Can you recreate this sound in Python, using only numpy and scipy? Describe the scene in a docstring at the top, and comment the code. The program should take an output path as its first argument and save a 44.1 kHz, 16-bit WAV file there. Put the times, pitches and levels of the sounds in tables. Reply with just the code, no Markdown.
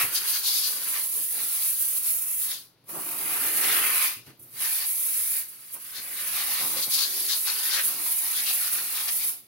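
"""A compressed-air blowgun dries a wet brake backing plate in a garage.
The nozzle hisses; swept about, the jet rasps and sings on edges, roars in hollows and buffets the plate,
whose resonances colour the air noise. The trigger is eased three times, with little spits of air, and
let go at the end. Drops spatter off the metal, hose and cable knock, and a faint hum lies underneath."""
import sys
import numpy as np
from scipy import signal
from scipy.fft import rfft, irfft, next_fast_len
from scipy.io import wavfile

SR = 44100
rng = np.random.default_rng(int(sys.argv[2]) if len(sys.argv) > 2 else 0)


def pcm_store(signal):
    """Save signal as 16-bit PCM."""
    levels = np.round(np.clip(np.atleast_2d(signal), -1, 1) * 32767)
    wavfile.write(sys.argv[1], SR, levels.astype(np.int16).T)


N = 417623
TIME = np.arange(N) / SR
CONTROL_TIME = np.arange(0, N, 32) / SR  # coarse clock for the level curves

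# Trigger squeezes. Each row: open at in seconds, hold in seconds, opening rate in dB per second,
# first flow in dB, final flow in dB, seconds to press home.
SQUEEZES = [(0.0, 2.513, 2000, -29.5, -28.5, 1.6), (2.894, 1.163, 800, -37.5, -24.5, 0.94),
            (4.268, 0.021, 500, -52, -54.5, .02), (4.617, .768, 234, -28, -28, 0.44),
            (5.45, .35, 1000, -47.5, -46, .3), (5.8, 3.493, 600, -44, -29, 0.76)]
# Wrist flicks swing the hiss towards or away from us. Each row: middle and length in seconds, gain in dB.
WRIST_SWINGS = [(0.018, .04, 5), (0.104, .045, -5), (0.149, .03, 5), (0.23, 0.086, -3), (.3, 0.037, 4.5),
                (0.422, 0.045, -5.5), (0.482, .04, 3), (0.55, .08, 2.5), (0.803, 0.091, -4.5),
                (1.02, 0.063, -0.5), (1.676, 0.071, 4), (1.81, .04, 3.5), (1.967, 0.028, 3),
                (2.013, 0.036, -4.5), (2.093, 0.094, 3.5), (2.24, 0.1, -2.5), (2.42, .06, 2),
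                (2.56, 0.14, -2.5), (3.12, .12, 0.5), (5.155, 0.025, 1.5), (6.882, 0.021, -7),
                (6.93, 0.068, 4.5), (7.113, .08, -2), (7.417, 0.018, 2), (7.862, 0.05, 6.5),
                (7.962, .07, -3.5), (8.122, 0.02, 6), (8.18, 0.043, 4), (8.567, 0.13, 3.5), (8.733, .03, 6),
                (8.95, 0.28, -2), (9.155, 0.069, 5), (9.272, .06, 2.5)]
# The jet's slow sweep. Each row: time in seconds, then rasp, roar and buffet in dB against its force.
SWEEP = [(0.0, -16, -8.5, -24), (.34, -11, -18, -33.5), (.68, -9, -19, -29.5), (.8, -15.5, -20.5, -28),
         (1.0, -13.5, -19, -29), (1.08, -21.5, -28, -33), (1.62, -15, -21, -38), (1.8, -20.5, -28.5, -38.5),
         (2.38, -34, -28, -37.5), (2.54, -6.5, -20, -29), (2.92, -20.5, -19, -16), (3.3, -17, -12, -19),
         (3.82, -15.5, -5.5, -21.5), (4.08, -9, -9.5, -31), (4.78, -13.5, -17, -38),
         (4.9, -22.5, -28.5, -38), (5.38, -18, -19.5, -41), (6.1, -16.5, -14, -27), (6.55, -10, -12, -27),
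         (7.15, -9.5, -20, -27.5), (7.7, -9, -11.5, -30), (7.95, -15.5, -18.5, -30), (8.7, -12.5, -13, -33),
         (9.3, -17.5, -23.5, -29.5)]
# The jet crosses a rim, stud or hole. Each row: middle and length in seconds, edge tone in Hz,
# then rasp and roar in dB against its force.
CROSSINGS = [(0.011, 0.051, 2180, -7, 0), (0.169, 0.039, 5080, -1.5, -17), (0.292, 0.037, 4240, -7, -20),
             (0.355, 0.05, 4420, -3, -12), (.475, 0.067, 4390, -2, -26), (.555, 0.13, 4920, -4, -38),
             (.652, .055, 4690, -3.5, -22), (.875, 0.034, 2400, -19, -14.5), (.965, 0.066, 2300, -20, -10),
             (1.394, 0.099, 4200, -16.5, -17), (1.965, .03, 4400, -21, -26), (2.078, 0.079, 4500, -18, -24),
             (2.435, 0.067, 4400, -19, -37), (2.53, 0.092, 3530, -11.5, -18),
             (3.641, 0.043, 2000, -12, -14), (3.713, 0.061, 3800, -10, -7), (4.302, 0.069, 1800, -24.5, -8),
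             (4.655, 0.098, 2300, -21, -12.5), (4.827, .06, 4500, -11.5, -14),
             (5.147, .035, 4500, -19, -32), (5.76, 0.032, 1005, -18, -14), (5.976, 0.06, 4060, -4.5, -10.5),
             (6.19, .05, 3800, -13, -14.5), (6.393, 0.11, 3750, -10.5, -9.5),
             (6.588, 0.081, 4010, -9, -9.5), (6.784, 0.037, 4200, -9, -11), (6.836, .025, 4430, 0, -30),
             (6.938, .05, 4630, -1, -33), (7.013, 0.084, 4400, 0.5, -13), (7.319, 0.051, 4020, 1, -13),
             (7.487, 0.045, 4400, -4, -7.5), (7.744, .075, 4400, -3.5, -9.5), (7.788, 0.049, 2200, -7, -3),
             (8.378, .07, 3450, -7.5, -19), (8.488, 0.0617, 2665, -4.5, -12.5), (8.65, .1, 1346, -13, -32),
             (8.79, 0.031, 1800, -12, -13), (8.986, 0.082, 3500, -10.5, -14), (9.089, 0.026, 2440, -7, -8),
             (9.22, 0.056, 2300, -9.5, -23)]
# Square hits on the plate. Each row: middle and length in seconds, buffet in dB against the jet's force.
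GUSTS = [(.045, 0.084, -26), (1.18, 0.066, -25.5), (1.395, 0.11, -24.5), (2.965, 0.066, -8.5),
         (3.647, .05, -21), (4.833, .06, -31), (5.768, 0.051, -14), (6.65, 0.096, -16), (6.746, 0.11, -18),
         (6.878, 0.019, -10.5), (7.95, 0.24, -24), (8.81, 0.099, -25)]
# The jet slips off the metal. Each row: middle and length in seconds, change of force in dB.
SLIPS = [(.1, 0.034, -0.5), (0.403, .04, -0.5), (1.287, .08, -4), (1.882, .04, 0), (2.01, 0.036, 1),
         (3.536, 0.065, -4), (3.967, 0.073, -2.5), (4.514, 0.063, -7), (5.815, 0.05, -3.5),
         (6.457, .04, -2), (6.695, 0.079, -4), (6.864, 0.056, -7), (7.414, 0.055, -9), (8.175, 0.072, -3.5),
         (8.844, 0.044, -3), (9.05, 0.023, 4)]
# Whistles and hoots from a hole or a barely open valve. Each row: start and length in seconds,
# first pitch, last pitch and width in Hz, level in dB.
WHISTLES = [(1.853, 0.48, 6780, 6720, 120, -56), (2.92, 1.38, 2500, 2600, 110, -65),
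            (2.944, 0.064, 900, 1000, 400, -42), (3.821, 0.31, 2255, 2450, 260, -37.5),
            (4.0, .24, 2550, 2640, 450, -52), (4.356, 0.26, 13350, 13300, 450, -54),
            (4.55, .92, 2236, 2194, 330, -54), (6.746, 0.058, 523, 540, 60, -45)]
# Spits of air at the trigger. Each row: peak time in seconds, level in dB, rise and fall in seconds.
SPITS = [(2.842, -62, .002, 0.022), (4.396, -48, 0.0022, 0.055), (4.431, -48, 0.0097, .018),
         (5.487, -37, .005, 0.022), (5.742, -30, 0.017, 0.013)]
# Hose and cable bumps. Each row: peak time in seconds, level in dB, fall in seconds.
KNOCKS = [(.042, -44, 0.021), (2.845, -59, 0.018), (3.81, -56, 0.024), (4.17, -56.5, 0.068),
          (4.274, -49.5, 0.053), (4.4, -60, 0.17), (4.54, -60, 0.088), (5.985, -55, 0.033),
          (6.876, -53, 0.021), (8.738, -54, .025)]

# Tone colours of the noise layers. Each row: frequency in Hz, relative spectral level in dB.
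HISS_COLOUR = [(60, -47), (1200, -33.5), (2200, -20), (3100, -22.5), (4500, -24.5), (7000, -15.5),
               (8300, -11), (9200, -6), (9900, 0), (10700, 1.5), (11500, -1), (13500, -2), (16000, -7.5)]  # bright free jet
RASP_COLOUR = [(50, -62.5), (500, -53), (2400, -18), (3200, -5), (3700, -2), (4600, 0.5), (5500, -4.5),
               (6500, -6.5), (8000, -11), (16000, -13.5)]  # biting air on edges
ROAR_COLOUR = [(50, -55), (300, -26.5), (850, -9), (1400, -1.5), (2000, 2), (2600, 1.5), (3000, -1.5),
               (4500, -17), (9000, -40.5)]  # throaty air in hollows
BUFFET_COLOUR = [(25, -35), (50, -38.5), (90, -15.5), (140, -2.5), (200, -0.5), (255, -2.5), (320, 3.5),
                 (420, 8), (500, -3.5), (700, -1), (1200, -8), (3000, -30)]  # low blast on the plate
BOOM_COLOUR = [(50, -53), (400, -34.5), (730, -6.5), (930, 1), (1150, -3), (1500, -7), (2500, -23)]  # the plate's dish
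KNOCK_COLOUR = [(30, -23), (70, -16), (120, 9), (180, -7), (330, -1.5), (600, -12), (2000, -27.5),
                (8000, -54)]  # dull hose and cable
ROOM_TONE_COLOUR = [(25, -6), (50, -9), (120, 5.5), (300, 3.5), (700, -3), (2000, -9), (4500, -7),
                    (8000, -27.5), (16000, -34)]  # the quiet garage
# Resonances of plate and hub. Each row: frequency in Hz, width in Hz, gain in dB.
PLATE_MODES = [(190, 19, -20), (235, 11, -7.5), (313, 30, -6.5), (412, 18, -6), (545, 37, -4.5),
               (596, 20, -10.5), (733, 77, -1), (910, 24, -11), (1090, 39, -9.5), (1144, 18, -8.5),
               (1382, 18, -9.5), (1795, 49, -14), (2640, 35, -26.5), (3900, 13, -25), (4540, 21, -28),
               (5300, 35, -16)]
# The garage's decay. Each row: frequency in Hz, seconds to fall by 60 dB.
GARAGE_DECAY = [(150, 0.35), (1000, 0.14), (4000, 0.28), (11000, 0.18), (16000, 0.24)]
# Stereo tilt. 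Each row: frequency in Hz, left minus right in dB.
STEREO_BALANCE = [(300, -1), (800, 0.5), (1100, 5.5), (1450, -2), (2000, 1.5), (2700, .5), (3500, 4.5),
                  (4500, 8), (6200, 11), (7700, 3), (9500, -1.5), (11800, -3.5), (14500, 2.5),
                  (16000, -18.5)]
# How alike the two sides are. Each row: frequency in Hz, coherence from 0 to 1.
STEREO_COHERENCE = [(40, 0.67), (130, 1), (300, 0.8), (640, 0.75), (1400, 0.71), (3100, 0.39), (7000, 0.18),
                    (15000, 0.4)]
# Phase between the sides. Each row: frequency in Hz, lead of the left in radians.
STEREO_LEAD = [(100, 0.6), (400, 0.033), (950, 0.72), (2760, 0.017), (4500, 1.26), (15000, 1.17)]


def jet(boom_db=-1, roar_share=0.4, tremor_db=0.65):
    """The free jet hisses, and rasps, roars, buffets and booms where it strikes the brake."""
    _, edges_db, hollows_db, plate_db = np.transpose(SWEEP)
    rasp_db = contact_db(edges_db, [(s, length, db) for s, length, _, db, _ in CROSSINGS])
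    roar_db = contact_db(hollows_db, [(s, length, db) for s, length, _, _, db in CROSSINGS])
    buffet_db = contact_db(plate_db, GUSTS)
    hiss = turbulence(HISS_COLOUR, nozzle_db(), band_hz=(9000, 16000), flutter_db=0.83, flutter_hz=34.8)
    rasp = turbulence(RASP_COLOUR, rasp_db, band_hz=(3400, 6500), flutter_db=1.12, flutter_hz=44.7)
    roar = turbulence(ROAR_COLOUR, roar_db, band_hz=(900, 2800), flutter_db=1.27, flutter_hz=44.7)
    buffet = turbulence(BUFFET_COLOUR, buffet_db, band_hz=(150, 600), flutter_db=0.4, flutter_hz=25)
    # the whole dish booms when the jet both fills a hollow and hits squarely
    dish_db = boom_db + roar_share * roar_db + (1 - roar_share) * buffet_db
    boom = turbulence(BOOM_COLOUR, dish_db, band_hz=None, flutter_db=2.05, flutter_hz=30)
    return (hiss + rasp + roar + buffet + boom) * gain_of(tremor_db * drift(rate_hz=7.3))


def turbulence(colour, level_db, band_hz, flutter_db, flutter_hz):
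    """Air noise that rides a level curve and flutters as eddies break up."""
    noise = stereo_noise(colour, band_hz)
    return noise * gain_of(np.interp(TIME, CONTROL_TIME, level_db) + flutter_db * drift(flutter_hz))


def flow_db(bleed_db_per_s=201, leak_db=-77):
    """The valve opens, the finger presses home, and on release the air bleeds down to a faint leak."""
    flows = []
    for open_s, held_s, opening_db_per_s, first_db, last_db, press_s in SQUEEZES:
        age = CONTROL_TIME - open_s
        pressed = np.sin(np.pi / 2 * np.clip(age / press_s, 0, 1))
        shut_db = opening_db_per_s * np.maximum(-age, 0) + bleed_db_per_s * np.maximum(age - held_s, 0)
        flows.append(first_db + (last_db - first_db) * pressed - shut_db)
    return np.maximum(np.max(flows, axis=0), leak_db)


def nozzle_db():
    """The hiss rides on the flow and on where the nozzle points."""
    return flow_db() + sum(db * swell(s, length) for s, length, db in WRIST_SWINGS)


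def force_db(full_flow_db=-30, db_per_flow_db=0.81):
    """The push on the brake follows the flow more gently than the hiss, and dips as the jet slips off."""
    slips_db = sum(db * swell(s, length) for s, length, db in SLIPS)
    return full_flow_db + db_per_flow_db * (flow_db() - full_flow_db) + slips_db


def contact_db(sweep_db, passes):
    """Level of one air-on-metal layer: slow sweep plus quick passes, driven by the jet's force."""
    sweep_power = gain_of(np.interp(CONTROL_TIME, np.transpose(SWEEP)[0], sweep_db)) ** 2
    pass_power = sum((gain_of(db) * swell(s, length)) ** 2 for s, length, db in passes)
    return force_db() + 10 * np.log10(sweep_power + pass_power)


def brake(air, echo=0.32, sway_s=0.000161, sway_hz=1.255):
    """Echoes off nearby metal shift as the nozzle moves; the plate adds its steady resonances."""
    out = air.copy()
    for delay_s in (.0007, .0016, .0034):
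        sway = sway_s * drift(sway_hz)
        for side in range(2):
            late_s = delay_s * (1 + side / 7) + sway  # a little later on the right
            out[side] += echo * np.interp(TIME - late_s, TIME, air[side], left=0)
    out /= np.sqrt(1 + 2 * echo ** 2)
    ring = sum(gain_of(db) * signal.lfilter(*signal.iirpeak(hz, hz / width, SR), out)
               for hz, width, db in PLATE_MODES)
    return out + ring


def edge_tones(against_rasp_db=-3.5, width_share=0.14, fall_share=0.024, stretch=1.35):
    """Whistle rows: each crossing sings a breathy, slightly falling note in step with its rasp."""
    drive_db = force_db()
    rows = []
    for middle_s, length_s, hz, rasp_db, _ in CROSSINGS:
        start_s = max(middle_s - stretch * length_s / 2, 0)
        first_hz, last_hz = hz * (1 + fall_share / 2), hz * (1 - fall_share / 2)
        db = np.interp(middle_s, CONTROL_TIME, drive_db) + rasp_db + against_rasp_db
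        rows.append((start_s, stretch * length_s, first_hz, last_hz, width_share * hz, db))
    return rows


def whistles():
    """Air sings at holes, edges and the valve: narrow bands of noise that swell, glide and fade."""
    out = np.zeros((2, N))
    for start_s, length_s, first_hz, last_hz, width_hz, db in WHISTLES + edge_tones():
        hz = np.linspace(first_hz, last_hz, int(length_s * SR))
        real, imag = rng.standard_normal((2, 2, 2 * SR))[:, :, :len(hz)]
        wobble = signal.lfilter(*signal.butter(2, width_hz / SR), real + 1j * imag)
        glide = np.exp(2j * np.pi * np.cumsum(hz) / SR)
        tone = unit_rms((wobble * glide).real)
        side_gains = gain_of(db + curve_at(STEREO_BALANCE, first_hz) * np.array([[.5], [-.5]]))
        out[:, int(start_s * SR):][:, :len(hz)] += side_gains * tone * signal.windows.tukey(len(hz), .5)
    return out


def spits():
    """Short puffs of hiss as the valve cracks open."""
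    return stereo_noise(HISS_COLOUR) * sum(burst(*row) for row in SPITS)


def spatter(drops_per_s=45, against_hiss_db=-17, spread_db=-3.5, fall_s=0.00053):
    """Drops torn off the metal tick in the jet, rising and falling with its hiss."""
    hits = rng.random(N) < drops_per_s / SR
    drops = hits * gain_of(spread_db * np.minimum(rng.exponential(1, N), 4))
    envelope = signal.lfilter([1], [1, -np.exp(-1 / (fall_s * SR))], drops)
    ticks = unit_rms(envelope * stereo_noise(HISS_COLOUR))
    return ticks * gain_of(against_hiss_db + np.interp(TIME, CONTROL_TIME, nozzle_db()))


def knocks(rise_s=0.0055):
    """Hose and cable bump with low, damped thuds."""
    return stereo_noise(KNOCK_COLOUR) * sum(burst(s, db, rise_s, fall_s) for s, db, fall_s in KNOCKS)


def garage(air, wet_db=-7, steps=24):
    """The room answers differently from each place the nozzle passes, one tail fading into the next."""
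    hop, wet = N // steps, np.zeros((2, N))
    for centre in range(0, N + hop // 2, hop):
        span = np.arange(max(centre - hop, 0), min(centre + hop, N))
        crossfade = np.cos(np.pi / 2 * (span - centre) / hop)
        answer = signal.fftconvolve(air[:, span] * crossfade, room_tail(), axes=1)[:, :N - span[0]]
        wet[:, span[0]:span[0] + answer.shape[1]] += answer
    return (air + gain_of(wet_db) * wet) / np.sqrt(1 + gain_of(wet_db) ** 2)


def room_tail(rise_s=.002):
    """Dense reflections from floor and walls, each band dying at its own speed."""
    hz, t, bands = signal.stft(rng.standard_normal((2, SR // 2)), SR, nperseg=256)
    fade = gain_of(-60 * t / curve_at(GARAGE_DECAY, hz)[:, None])
    tail = signal.istft(bands * fade * np.clip(t / rise_s, 0, 1), SR, nperseg=256)[1]
    # long waves reach both sides alike
    tail[1] += signal.lfilter(*signal.butter(1, 900, fs=SR), tail[0] - tail[1])
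    return tail / np.linalg.norm(tail[0])


def room_tone(noise_db=-67, hum_hz=120, hum_db=-75.5):
    """A quiet bed of garage noise and mains hum."""
    hum = unit_rms(np.sin(2 * np.pi * hum_hz * TIME))
    return gain_of(noise_db) * stereo_noise(ROOM_TONE_COLOUR) + gain_of(hum_db) * hum


def stereo_noise(colour, band_hz=None):
    """Wide, coloured noise, scaled so that its mono mix has rms 1 within the band."""
    hz = np.fft.rfftfreq(next_fast_len(N, True), 1 / SR)
    draws = rng.standard_normal((4, len(hz)))
    left, unrelated = draws[::2] + 1j * draws[1::2]
    coherence = np.clip(curve_at(STEREO_COHERENCE, hz), 0, 1)
    right = coherence * left + np.sqrt(1 - coherence ** 2) * unrelated
    right *= np.exp(-1j * curve_at(STEREO_LEAD, hz))
    tilt_db = np.outer([.5, -.5], curve_at(STEREO_BALANCE, hz))
    spectrum = np.array([left, right]) * gain_of(curve_at(colour, hz) + tilt_db)
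    in_band = 1 if band_hz is None else (hz > band_hz[0]) & (hz < band_hz[1])
    return irfft(spectrum)[:, :N] / np.std(irfft(spectrum.mean(0) * in_band))


def drift(rate_hz):
    """A random wander of rms 1, up to about the given rate."""
    knots = rng.standard_normal(4096)
    hz = np.fft.rfftfreq(len(knots), TIME[-1] / len(knots))
    slow = unit_rms(irfft(rfft(knots) / np.sqrt(1 + (hz / rate_hz) ** 4)))
    return np.interp(TIME, np.linspace(0, TIME[-1], len(slow)), slow)


def swell(middle_s, length_s, squareness=2.3):
    """A smooth rise to 1 and back, half high at the ends of its length."""
    return .5 ** np.minimum(np.abs(2 * (CONTROL_TIME - middle_s) / length_s) ** squareness, 20)


def burst(peak_s, db, rise_s, fall_s):
    """An envelope that climbs to its peak and dies away."""
    below_peak = np.maximum((peak_s - TIME) / rise_s, (TIME - peak_s) / fall_s)
    return gain_of(db) * np.exp(-np.minimum(below_peak, 20))


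def curve_at(points, hz):
    """Reads a table along a log-frequency axis."""
    point_hz, values = np.transpose(points)
    return np.interp(np.log(hz + 1), np.log(point_hz + 1), values)


def gain_of(db):
    """Decibels to a factor."""
    return 10 ** (np.asarray(db) / 20)


def unit_rms(x):
    """Scales to rms 1."""
    return x / np.sqrt(np.mean(x ** 2) + 1e-20)


def scene(air_db=-1.02):
    """Jet and drops colour on the brake and join whistles and spits in the room, over knocks and hum."""
    air = gain_of(air_db) * brake(jet() + spatter()) + whistles() + spits()
    return garage(air) + knocks() + room_tone()


def record(dry):
    """A steep low-pass trims the very top of the hiss."""
    low_pass = signal.firwin(701, cutoff=15850, window=("kaiser", 9), fs=SR)
    return signal.oaconvolve(dry, low_pass[None], "same")


dry = scene()
out = record(dry)
pcm_store(out)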